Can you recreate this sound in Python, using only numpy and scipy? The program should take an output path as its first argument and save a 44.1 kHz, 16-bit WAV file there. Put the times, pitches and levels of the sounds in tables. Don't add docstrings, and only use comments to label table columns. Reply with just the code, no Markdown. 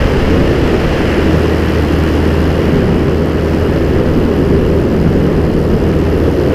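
import sys
import numpy as np
from scipy import signal
from scipy.io import wavfile
from scipy.ndimage import uniform_filter1d

SR = 44100
rng = np.random.default_rng(int(sys.argv[2]) if len(sys.argv) > 2 else 0)


def transcribe(signal):
    frames = np.atleast_2d(signal).T
    limited = np.clip(frames, -1, 1)
    pcm = np.round(limited * 32767).astype(np.int16)
    wavfile.write(sys.argv[1], SR, pcm)


def elevation(decibels):
    levels = np.asarray(decibels, float)
    return 10 ** (levels / 20)


N = 288414

# t/s, firing rate f/Hz
FIRING_RATE = [(0.0, 79.69), (0.5, 79.31), (1.01, 79.3), (1.51, 79.4), (2.01, 79.27), (2.52, 79.45),
               (3.02, 79.49), (3.52, 79.59), (4.02, 79.76), (4.53, 79.94), (5.03, 79.93), (5.53, 79.95),
               (6.04, 80.21), (6.54, 80.46)]
FIRST_TURN = 0.205
# order/1, level/dB rms
HUM_ORDERS = [(3, -30.5), (6, -33), (7, -37), (10, -45), (12, -32), (14, -34), (18, -32), (21, -31),
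              (23, -29.5), (24, -41), (25, -30.5), (27, -32.5), (28, -51), (29, -41.5), (31, -41)]
# level/dB, puff delay/ms, puff width/ms, wake delay/ms,
# valve seating/ms, tick share/1
STUBS = [
    (-4, 0.14, 1.9, 0.71, 3.4, .12),
    (-2.5, -0.93, 1.35, -0.2, 2.6, .3),
    (-2.5, -0.52, 1.3, -0.3, 3.2, .3),
    (-2.8, -0.39, 1.8, 0.98, 3.3, .08),
]
# centre t/s, half length/s, level/dB rms
SECOND_SWELLS = [
    (1.8, 0.75, -23),
    (3.1, 0.76, -24.5),
    (4.5, 0.72, -25),
    (5.6, 0.52, -23),
]
FOURTH_SWELLS = [
    (1.4, .4, -21.5),
    (2.1, 0.31, -19.5),
    (3.1, 0.54, -27),
    (4.2, 0.33, -28),
    (5.9, .35, -26),
]
FIFTH_SWELLS = [
    (1.5, .7, -31),
    (2.75, 0.47, -23.5),
    (3.8, .5, -24.5),
    (4.65, 0.33, -21),
    (5.8, .6, -27),
]
OVERTONE_REST_DB = -37
FIRING_DB, FIRING_FACING_DB = -21, 5
EXHAUST_DB, EXHAUST_FACING_DB, EXHAUST_FLICKER_DB = -53.3, 5, 0.45
# f/Hz, level/dB per Hz
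PUFF_COLOUR = [(5000, -30), (7000, -20), (9000, -10), (11500, 1.5), (13500, -2.5), (15500, -3.5),
               (20000, -12)]
# f/Hz, level/dB per Hz
WAKE_COLOUR = [(1200, -10), (2500, -3), (4500, 1.5), (6500, -7.5), (9300, -14), (11000, -15.5),
               (15500, -28), (20000, -32)]
# f/Hz, width/Hz, level/dB
HOUSING = [(1810, 460, 2.5), (2280, 530, -2), (2880, 490, 5.5), (3670, 360, -4.5), (5040, 340, 4.5),
           (7670, 310, 3.5), (8470, 500, -3.5), (9280, 400, 7), (11700, 1700, 2.5), (14000, 800, 1.5)]
# t/s, facing/0-1
FACING = [(0.0, 0), (0.3, .35), (0.9, 0.25), (1.4, 0.75), (1.8, 0.94), (2.4, 0.97), (3.0, 0.15), (3.5, 0.7),
          (4.1, 0.34), (4.5, 0.6), (5.0, 0.3), (5.6, 0.52), (6.1, 0.55), (6.54, 0.5)]
# f/Hz, level/dB per Hz
BUFFET_COLOUR = [(11, -30), (20, -4.5), (38, -2.5), (72, -4), (110, -3), (180, 0), (280, -2), (420, -2.5),
                 (480, -6.5), (560, -10.5), (690, -19.5), (1000, -37.5)]
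# centre t/s, half length/s, roar/dB, deep boom/dB, thump/dB
EDDIES = [(0.02, 0.069, .8, 0, 4), (0.4, 0.055, 1, 1.1, .1), (0.8, 0.19, -.8, -1.5, 2.4),
          (2.496, .1, .6, .1, 2), (2.82, 0.1, 1.8, 5, 2.1), (3.304, 0.45, -1.2, -2, -2.5),
          (4.0, .15, 1.3, -0.5, -2), (4.603, .12, 1, 0, 0.5), (5.15, 0.33, -0.7, 5.5, .1),
          (5.7, 0.26, -1, 5, 2.5), (6.4, 0.16, 0.2, 0, -4.1)]
BUFFET_DB, BUFFET_DB_PER_FLOW_DB, BUFFET_FACING_DB, BUFFET_LUMPS_DB = -11.8, -0.12, -1, 0.5
THUMP_FACING_DB, THUMP_LUMPS_DB = -5.5, 1.2
# t/s, level/dB
SLIPSTREAM = [(0.0, -22), (0.16, -23), (0.6, -23.5), (1.12, -21.5), (1.3, -24), (2.0, -25.6), (2.7, -26),
              (3.0, -28), (3.19, -30), (3.6, -28.2), (4.0, -28), (4.15, -29.7), (4.9, -31), (5.3, -30),
              (5.58, -32.5), (6.06, -29.5), (6.38, -31), (6.54, -28)]
MEAN_FLOW_DB = -27
# f/Hz, level/dB per Hz
HISS_COLOUR = [(300, -15), (600, 2), (1000, -0.5), (2000, -5.5), (3200, -13.5), (3800, -17), (5500, -22.5),
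               (7000, -30), (9000, -36.2), (15000, -41.3), (20000, -44)]
BAND_EDGE_HZ = 15310


def evened(x):
    return x / np.sqrt(np.mean(x ** 2) + 1e-20)


def curve(rows, t=None):
    rows = np.array(rows)
    at = np.arange(N) / SR if t is None else t
    return np.interp(at, rows[:, 0], rows[:, 1])


def read(points, hz):
    f, db = np.transpose(points)
    return np.interp(np.log(hz + 1), np.log(f + 1), db, left=-90)


def bells(rows, heights, t):
    return sum(h * np.exp(-((t - row[0]) / row[1]) ** 2) for row, h in zip(rows, heights))


def wander(top_hz, count=24):
    t = np.arange(0, N + 256, 256) / SR
    rates_hz = np.geomspace(top_hz / 30, top_hz, count)
    slow = sum(np.sin(2 * np.pi * (f * t + rng.random())) / np.sqrt(f) for f in rates_hz)
    return np.interp(np.arange(N) / SR, t, evened(slow))


def noise(colour, size, patchy_db, patch_hz, patch_s):
    hop = size // 4
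    frames, hz = N // hop + 5, np.fft.rfftfreq(size, 1 / SR)
    real, imag, patches = rng.standard_normal((frames, len(hz), 3)).T
    patches = uniform_filter1d(patches, max(1, round(patch_hz * size / SR)), 0)
    patches = evened(uniform_filter1d(patches, max(1, round(patch_s * SR / hop)), 1))
    level_db = colour(hz[:, None], np.arange(frames) * hop / SR) + patchy_db * patches
    spectra = (real + 1j * imag) * elevation(level_db)
    return evened(signal.istft(spectra, nperseg=size, noverlap=size - hop)[1][:N])


def housing_db(hz):
    return sum(db / (1 + (2 * (hz - f) / width) ** 2) for f, width, db in HOUSING)


def swelling(rows):
    power = bells(rows, elevation(np.transpose(rows)[2]) ** 2, np.arange(N) / SR)
    return 10 * np.log10(power + elevation(OVERTONE_REST_DB) ** 2)


def hum(firings):
    firing_db = FIRING_DB + FIRING_FACING_DB * curve(FACING)
    firing_tones = [(4, firing_db), (8, swelling(SECOND_SWELLS)),
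                    (16, swelling(FOURTH_SWELLS)), (20, swelling(FIFTH_SWELLS))]
    out = np.zeros(N)
    for order, db in HUM_ORDERS + firing_tones:
        share = order / 24
        level = elevation(db + (0.2 + 0.9 * share) * wander(12) - 1.5 * share ** 2)
        lag = 1.82 + 2 * np.pi * rng.random() * (order % 4 > 0)
        lag -= np.pi / 2 * (order == 8)
        jitter = 0.6 * share ** 2 * wander(25)
        out += np.sqrt(2) * level * np.cos(np.pi / 2 * order * firings + lag + jitter)
    return out


def jets(firings):
    number = np.floor(firings + 0.45).astype(int)
    puff_size, wake_size, early = rng.standard_normal((number[-1] + 1, 3)).T
    db, puff_late, puff_wide, wake_late, seats, tick = np.array(STUBS)[number % 4].T
    since_ms = 1000 * (firings - number + 0.012 * early[number]) / curve(FIRING_RATE)

    puff = np.exp(-((since_ms - puff_late) / puff_wide) ** 2)
    puff += tick * np.exp(-((since_ms - seats) / 0.35) ** 2)
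    puff *= elevation(db + 0.5 * puff_size[number])
    opened_ms = np.maximum(since_ms - wake_late + 2.44, 0)
    wake = (1 - np.exp(-(opened_ms / 1.1) ** 2)) * np.exp(-opened_ms / 4.0)
    wake *= elevation(db + 0.84 * wake_size[number])

    bright = noise(lambda hz, t: read(PUFF_COLOUR, hz) + housing_db(hz),
                   size=256, patchy_db=1.2, patch_hz=1500, patch_s=0.004)
    dull = noise(lambda hz, t: read(WAKE_COLOUR, hz) + housing_db(hz),
                 size=256, patchy_db=1.5, patch_hz=1200, patch_s=0.0056)
    level_db = EXHAUST_DB + EXHAUST_FACING_DB * curve(FACING) + EXHAUST_FLICKER_DB * wander(4.6)
    return elevation(level_db) * (evened(puff * bright) + elevation(8.0) * evened(wake * dull))


def buffet():
    lumps, knocks, t = wander(7.9), wander(5.7), np.arange(N) / SR
    roar_db, boom_db, thump_db = np.transpose(EDDIES)[2:]

    def colour(hz, at):
        boom = (bells(EDDIES, boom_db, at) - 1.26) * np.exp(-((hz - 185) / 45) ** 2)
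        thump = bells(EDDIES, thump_db, at) + THUMP_FACING_DB * (curve(FACING, at) - 0.4)
        thump = thump + THUMP_LUMPS_DB * np.interp(at, t, knocks)
        return read(BUFFET_COLOUR, hz) - 200 * (hz > 1000) + boom + thump * (hz < 65)

    level_db = BUFFET_DB + BUFFET_DB_PER_FLOW_DB * (curve(SLIPSTREAM) - MEAN_FLOW_DB)
    level_db = level_db + BUFFET_FACING_DB * curve(FACING)
    level_db = level_db + bells(EDDIES, roar_db, t) + BUFFET_LUMPS_DB * lumps
    return elevation(level_db) * noise(colour, size=2048, patchy_db=1.04, patch_hz=80, patch_s=0.13)


def slipstream():
    def colour(hz, t):
        flow_db = curve(SLIPSTREAM, t)
        near_1khz = np.exp(-(np.log2(hz / 1000 + 0.0072) / 0.72) ** 2)
        body = -0.55 * (flow_db - MEAN_FLOW_DB) * near_1khz
        gust = flow_db - uniform_filter1d(flow_db, size=260, mode="nearest")
        steady = -0.8 * gust * np.clip((hz - 2500) / 1500, 0, 1)
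        return read(HISS_COLOUR, hz) + housing_db(hz) + body + steady

    hiss = noise(colour, size=512, patchy_db=0.29, patch_hz=920, patch_s=0.038)
    flutter = uniform_filter1d(rng.standard_normal(N), size=160)
    flutter = evened(uniform_filter1d(flutter, size=160))
    sos = signal.butter(4, [1000, 3500], "band", fs=SR, output="sos")
    band = signal.sosfiltfilt(sos, hiss)
    return elevation(curve(SLIPSTREAM) - 0.18 + 0.79 * flutter) * hiss / np.std(band)


def scene():
    firings = FIRST_TURN + np.cumsum(curve(FIRING_RATE)) / SR
    return (hum(firings) + jets(firings) + buffet() + slipstream())[None]


def roll_off(x):
    return signal.sosfilt(signal.butter(12, 15680, fs=SR, output="sos"), x)


def record(dry):
    opening = np.minimum(np.arange(N) / (0.003 * SR), 1)
    knee, room = 0.72, 0.21
    over = np.maximum(abs(dry) - knee, 0)
    limited = np.sign(dry) * (np.minimum(abs(dry), knee) + room * np.tanh(over / room))
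    held = opening * limited
    edge = signal.firwin(2047, BAND_EDGE_HZ, window=("kaiser", 8), fs=SR)
    low = signal.oaconvolve(held, edge[None], "same")
    return roll_off(low + elevation(-22) * (held - low))


dry = scene()
out = record(dry)
transcribe(out)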